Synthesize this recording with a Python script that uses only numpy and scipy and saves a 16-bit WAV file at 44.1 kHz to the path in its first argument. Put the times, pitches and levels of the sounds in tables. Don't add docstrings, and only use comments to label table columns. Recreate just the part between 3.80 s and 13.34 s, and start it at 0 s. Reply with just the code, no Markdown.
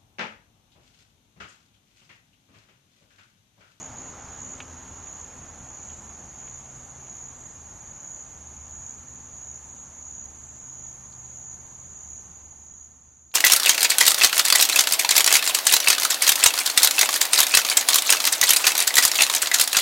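import sys
import numpy as np
from scipy import signal
from scipy.io import wavfile
from scipy.ndimage import uniform_filter1d, minimum_filter1d

SR = 44100
rng = np.random.default_rng(int(sys.argv[2]) if len(sys.argv) > 2 else 0)


def dump(signal):
    limited = np.clip(np.atleast_2d(signal).T, -1, 1)
    pcm = np.round(limited * 32767).astype(np.int16)
    wavfile.write(sys.argv[1], SR, pcm)


def attenuation_scalar(level_db):
    decades = np.asarray(level_db, float) / 20
    return 10 ** decades


N = 420707
TIME = np.arange(N) / SR

# last stroke t/s, stroke rate f/Hz
CHIRPS = [(.0581, 72), (.7496, 71), (1.4433, 70.8), (2.1319, 70.75), (2.7863, 71), (3.4853, 70.7),
          (4.4209, 70.3), (5.1382, 71.1), (5.7883, 70.3), (6.4546, 71.2), (7.1267, 71.1), (7.7569, 71.7),
          (8.408, 70.1), (9.0563, 70.75), (9.624, 70.75)]
# number of strokes, level/dB
EFFORT = [(18., -36.5), (17.2, -37), (18.6, -38.5), (20.1, -39), (17.7, -38.5), (17.8, -39), (20.9, -37.5),
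          (20.6, -38), (16.6, -37.5), (21.4, -37.5), (21.5, -39.5), (18.4, -38), (21, -40.5), (15.3, -39),
          (12., -36.5)]
# f/Hz, width/Hz, level/dB
WING_MODES = [(6770, 130, 5), (6220, 180, -0.5), (7130, 97, 5), (6180, 440, -19.5)]
# f/Hz, level/dB
SINGERS = [(5550, -34), (5800, -13.5), (6100, -9), (6400, 3.5), (6600, -1), (6760, 3), (6900, -5.5),
           (7200, -2), (7500, -6), (7650, -36)]
# end of chirp t/s, level above the blur/dB
HIGH_CHIRPS = [(.03, -2), (.8, 4), (1.52, 1.5), (2.25, 6.5), (3.0, 3), (3.76, 5), (4.5, 3), (5.2, 4),
               (6.05, 4.5), (6.82, 5), (7.5, 2), (8.3, 2), (9.05, 2)]
MIDDLE_CHIRPS = [
    (.3, 6.1),
    (2.4, 2.1),
    (3.02, 1.7),
    (5.44, 3.3),
    (6.03, 3.1),
    (7.38, 2.5),
]
# f/Hz, density level/dB
ROAR = [(180, -27), (300, -1.5), (379, -5.5), (508, -3), (681, -3), (809, 0.5), (2440, -12.5), (2690, -14),
        (4830, -20), (5330, -16.5), (5600, -13.5), (7280, -63), (12300, -120)]
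# f/Hz, density level/dB
RUMBLE = [(12, -36), (20, -23.5), (54, -1), (81, -2), (135, -5.5), (184, -6), (246, -9), (302, -17),
          (420, -16.5), (550, -62), (920, -120)]
# t/s, level/dB
DRONE = [(0.0, -64), (0.26, -47.5), (0.69, -61), (0.9, -43.5), (1.2, -47.5), (1.54, -55), (1.7, -48.5),
         (3.5, -57), (4.04, -55.5), (4.38, -62), (4.67, -48), (5.25, -56), (5.61, -50.5), (6.06, -55.5),
         (6.5, -51.5), (7.35, -58), (7.6, -53), (9.3, -50)]
# t/s, hum level/dB, second harmonic level/dB
HUM = [(0.0, -60, -55), (0.5, -73, -58.5), (0.8, -70, -53), (1.1, -71, -58), (1.35, -75, -70),
       (1.6, -60, -56.5), (2.2, -62, -70.5), (2.87, -54, -66.5), (3.69, -56.5, -62), (4.12, -65.5, -73),
       (4.86, -58.5, -64.5), (5.66, -57, -65.5), (6.2, -68, -64.5), (6.6, -58, -65.5), (7.04, -53.5, -68),
       (8.0, -57, -83), (8.3, -69.5, -79), (9.54, -60.5, -69.5)]
# t/s, peak level/dB, ring f/Hz, decay t60/s
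TWIGS = [
    (0.8033, -28, 2610, 0.032),
    (1.272, -44, 2510, 0.025),
    (2.098, -45.5, 2996, 0.11),
    (2.63, -48, 2500, .015),
    (2.6764, -43.5, 2400, 0.034),
    (3.27, -51, 2900, .02),
    (7.326, -46, 4400, 0.022),
    (9.5154, -49.5, 4130, 0.014),
]
# f/Hz, density level/dB
HISS = [(1500, -6), (4500, -3.5), (6500, -8.5), (8300, 2.5), (9000, -1), (11400, 0.5), (12000, -5),
        (12400, -36)]
# f/Hz, left-right likeness
SAME = [(60, 0.99), (110, 0.99), (200, 0.95), (350, 0.89), (640, 0.92), (1150, 0.99), (2080, 1.0),
        (3750, 0.99), (6770, 0.78), (12200, 0.31)]
# f/Hz, left minus right level/dB
LEAN = [(60, -1), (110, -1.2), (200, 0.5), (350, 1), (640, 0.3), (1150, -0.3), (2080, 0), (3750, -1),
        (6770, 2), (12200, -2)]
# t/s, level/dB
FADE = [(0, 0), (8.35, 0.5), (8.7, -2), (9.1, -6), (9.54, -12)]
# f/Hz, band level over amplitude step/dB
STEPS = [(200, 22), (800, 16), (1600, 9), (2300, 2), (3000, -4), (4000, -5.5), (5400, -6), (6000, 9),
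         (6600, 22), (7250, 22), (7900, -3), (9300, -7.5), (11500, -7)]
# f/Hz, level relative to that band/dB
SHADOW = [(2500, -40), (4500, -28.5), (5400, -28), (6000, -35), (7250, -40), (7920, -18), (8610, -25),
          (9300, -40)]
BANDS = np.r_[0:96:8, 96:144:12, 144, 160, 176, 196, 216, 240, 264, 292, 320:577:32]


def evened(x):
    return x / np.sqrt(np.mean(abs(x) ** 2) + 1e-20)


def read(points, hz):
    f, value = np.transpose(points)
    return np.interp(np.log(hz + 1), np.log(f + 1), value)


def curves(rows):
    s, *columns = np.transpose(rows)
    return [np.interp(TIME, s, c) for c in columns]


def resonate(x, hz, width):
    turn = np.exp(2j * np.pi * np.cumsum(hz * np.ones(len(x))) / SR)
    r = np.exp(-np.pi * width / SR)
    return 2 * turn * signal.lfilter([1 - r], [1, -r], x / turn)


def drift(seconds):
    return evened(signal.lfilter([1], [1, -np.exp(-1 / (seconds * SR))], rng.standard_normal(N)))


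def wash(shape, patchy_db):
    frames, hz = N // 512 + 5, np.fft.rfftfreq(2048, 1 / SR)
    a, b, c, d, patches = rng.standard_normal((frames, 1025, 5)).T
    patches = uniform_filter1d(patches, size=14, axis=0)
    patches = evened(uniform_filter1d(patches, size=8, axis=1))
    same = np.clip(read(SAME, hz), -1, 1)[:, None]
    left = a + 1j * b
    right = same * left + np.sqrt(1 - same ** 2) * (c + 1j * d)
    z = np.array([left, right]) * attenuation_scalar(read(shape, hz)[:, None] + patchy_db * patches)
    z *= attenuation_scalar(np.outer([.5, -.5], read(LEAN, hz)))[:, :, None]
    return evened(signal.istft(z, nperseg=2048, noverlap=1536)[1][:, :N])


def field(x, t60, same):
    t = np.arange(SR // 4) / SR
    both, left, right = rng.standard_normal((3, len(t))) * (t > .002) * attenuation_scalar(-60 * t / t60)
    tail = np.sqrt(same) * both + np.sqrt(1 - same) * np.array([left, right])
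    x = x * np.minimum(TIME / .004, 1)
    return signal.fftconvolve(x[None], tail / np.linalg.norm(both), axes=1)[:, :N]


def pair(z, left_db, right_db, turn):
    return np.array([attenuation_scalar(left_db) * (z * np.exp(1j * turn)).real, attenuation_scalar(right_db) * z.real])


def phrases(rows, seconds):
    total_db = 0
    for end, db in rows:
        swell = 3 * (TIME - end + seconds) / seconds
        stop = (end - TIME) / 0.016 + 1
        total_db = total_db + db * np.clip(np.minimum(swell, stop), 0, 1)
    return total_db


def steady_hiss():
    return attenuation_scalar(-65.5) * wash(HISS, 0.96)


def engine_drone():
    hz = 74.1 + 7 * np.exp(-TIME / 1.8)
    drone = resonate(resonate(rng.standard_normal(N), hz, 6.5).real, hz, 6.5)
    drone = evened(drone / abs(drone + 1e-9) ** .45)
    return pair(attenuation_scalar(curves(DRONE)[0] - 2.5) * drone, 1.5, 1.9, 0.075)


def engine_hum():
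    first_db, second_db = curves(HUM)
    hz = 130.15 - .4 * TIME
    turns = np.cumsum(hz + 1.3 * drift(0.085)) / SR
    first = pair(attenuation_scalar(first_db) * np.exp(2j * np.pi * turns), 0.6, 0.82, 0.15)
    second = pair(attenuation_scalar(second_db) * np.exp(4j * np.pi * turns), 3.1, -0.82, 0.4)
    return first + second


def traffic():
    double_s = 2.66
    far_db = -20 * np.log10(1 + TIME / double_s)
    roar = attenuation_scalar(-46.5 + far_db) * wash(ROAR, 0.96)
    rumble = attenuation_scalar(-49 + 0.66 * far_db) * wash(RUMBLE, 1.5)
    return roar + rumble + engine_drone() + engine_hum()


def chorus(count=64):
    ends = np.transpose(CHIRPS)[0]
    until = ends[np.searchsorted(ends, TIME)] - TIME
    join_db = 3 * uniform_filter1d(np.exp(-(until / .25) ** 2), size=900)
    levels_db = [-53 + join_db,
                 -49 + phrases(MIDDLE_CHIRPS, 0.19) + join_db,
                 -56 + phrases(HIGH_CHIRPS, 0.27)]
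    low_db, middle_db, high_db = [db + .5 * evened(uniform_filter1d(drift(0.052), size=3000))
                                  for db in levels_db]
    out = np.zeros((2, N))
    wobble, tempo = drift(.006), uniform_filter1d(drift(.05), size=2000)
    for hz, (a, b, side) in zip(np.linspace(5550, 7480, count), rng.random((count, 3)) - .5):
        shift = int(b * N)
        turns = (68 + 25 * a) * TIME + .3 * np.roll(tempo, shift)
        stroke = np.maximum(np.sin(2 * np.pi * turns) + 0.32, 0)
        pitch_hz = hz - 250 * (turns % 1 - .25) + 70 * np.roll(wobble, shift)
        tone = stroke * np.exp(2j * np.pi * np.cumsum(pitch_hz) / SR)
        group_db = low_db if hz < 6550 else middle_db if hz < 7030 else high_db
        phase = (1.3 + 3.9 * (hz > 6950)) * side - .25
        out += pair(tone * attenuation_scalar(read(SINGERS, hz) + group_db), 3 * side - .6, .6 - 3 * side, phase)
    return attenuation_scalar(-5.5) * out


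def twigs():
    out, t = np.zeros(N + 2000), np.arange(2000) / SR
    for s, db, hz, t60 in TWIGS:
        ring = np.minimum(t / 0.00024, 1) * attenuation_scalar(-60 * t / 0.0022) * np.sin(2 * np.pi * hz * t)
        ring += 0.24 * attenuation_scalar(-60 * t / 0.0009) * np.sin(3.1 * np.pi * hz * t)
        ring += 0.22 * attenuation_scalar(-60 * t / 0.0024) * np.sin(1.35 * np.pi * hz * t)
        impulses = np.zeros(2000)
        impulses[[0, 34, 68, 96, 150, 290]] = .3, .15, .15, 1, .3, -.25
        impulses += 0.045 * rng.standard_normal(2000) * attenuation_scalar(-60 * t / (3 * t60)) * (t > .003)
        part = out[round((s - .0011) * SR):][:2000]
        part += attenuation_scalar(db + 12.5) * np.convolve(impulses, ring)[:len(part)]
    return out[:N] * attenuation_scalar([[.4], [-.4]])


def ticking_cricket():
    count = 19.789 * TIME - .36
    off_centre = (count + .5) % 1 - .5
    stroke = np.exp(-.5 * (off_centre / .095) ** 2) * attenuation_scalar(2.0 * drift(0.018))
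    tone = stroke * np.exp(2j * np.pi * np.cumsum(6757 + 8 * drift(.03)) / SR)
    return attenuation_scalar(-46) * (pair(tone, -2, 0.43, -2.4) + attenuation_scalar(2.0) * field(tone.real, 0.27, .85))


def near_cricket():
    order = np.arange(30)
    stroke = np.arange(500) / SR
    shape = np.sin(np.pi * np.minimum(stroke / 0.0064, 1)) ** 1.3
    kicks, since = np.zeros(N), np.zeros(N)
    for (last, rate), (strokes, db) in zip(CHIRPS, EFFORT):
        at = last - .003 - order / rate - .006 * (1 - np.exp(-order / 2.5))
        swell_db = -1.6 * np.maximum(order - strokes + 7, 0) ** 0.82 + 0.7 * rng.standard_normal(30)
        ok = (at >= 0) & (at < TIME[-1])
        index = (at[ok] * SR).astype(int)
        kicks[index] = attenuation_scalar(db + swell_db[ok])
        since[index] = at[ok]
    since = TIME - np.maximum.accumulate(since)
    tooth_hz = 6840 - 15000 * np.minimum(since, .012) + 45 * drift(0.00305)
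    teeth = np.sqrt(2) * np.cos(2 * np.pi * np.cumsum(tooth_hz) / SR) + 1.6 * rng.standard_normal(N)
    drive = signal.oaconvolve(kicks, shape)[:N] * teeth
    wing = np.zeros(N, complex)
    for hz, width, db in WING_MODES:
        wing += attenuation_scalar(db) * resonate(resonate(drive, hz, 2 * width).real, hz, width)
    return pair(wing, -1.1, 1.0, -0.13) + attenuation_scalar(-21) * field(wing.real, 0.24, 0.56)


def scene():
    background = steady_hiss() + traffic() + chorus()
    faded = (background + ticking_cricket() + near_cricket()) * attenuation_scalar(curves(FADE)[0])
    return faded + twigs()


def stepped(x):
    k, n = np.arange(576) + .5, np.arange(2048) + .5
    window = np.sin(np.pi * n / 2048)[:, None]
    basis = window * np.cos(np.pi / 1024 * np.outer(n + 512, k)) / np.sqrt(512)
    lead = 2048 - 309
    both = np.pad([x[0] + x[1], x[0] - x[1]], ((0, 0), (lead, 4096)))
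    at = np.arange(both.shape[1] // 1024 - 1)[:, None] * 1024 + np.arange(2048)
    c, wide = both[:, at] @ basis, np.diff(BANDS)
    hz = (BANDS[:-1] + wide / 2) * SR / 2048
    power = uniform_filter1d(np.add.reduceat(c ** 2, BANDS[:-1], axis=2) / wide, size=3, axis=1)
    power = np.where(hz > 7500, power, power.sum(0))
    loudest = power[0][:, hz > 4000].max(1, keepdims=True)
    power = minimum_filter1d(power, size=5, axis=1)
    step = np.sqrt(power / attenuation_scalar(2 * read(STEPS, hz)) + loudest * attenuation_scalar(2 * read(SHADOW, hz)))
    whim = evened(uniform_filter1d(rng.standard_normal(step.shape[1:]), size=2, axis=0))
    step = np.repeat(step * attenuation_scalar(2 * whim), wide, axis=2) + 1e-12
    frames = (np.sign(c) * np.floor(abs(c) / step + .4054) * step) @ basis.T
    out = np.zeros_like(both)
    for start in (0, 1024):
        half = frames[:, :, start:start + 1024].reshape(2, -1)
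        out[:, start:start + half.shape[1]] += half
    mid, side = out[:, lead:lead + N] / 2
    return np.array([mid + side, mid - side])


def top_cut(x):
    return signal.sosfilt(signal.butter(12, 12820, fs=SR, output="sos"), x)


def record(dry):
    limit = signal.firwin(801, 12000, window=("kaiser", 10), fs=SR)
    mix = stepped(signal.oaconvolve(dry, limit[None], "same"))
    return top_cut(mix)


dry = scene()
out = record(dry)
dump(out)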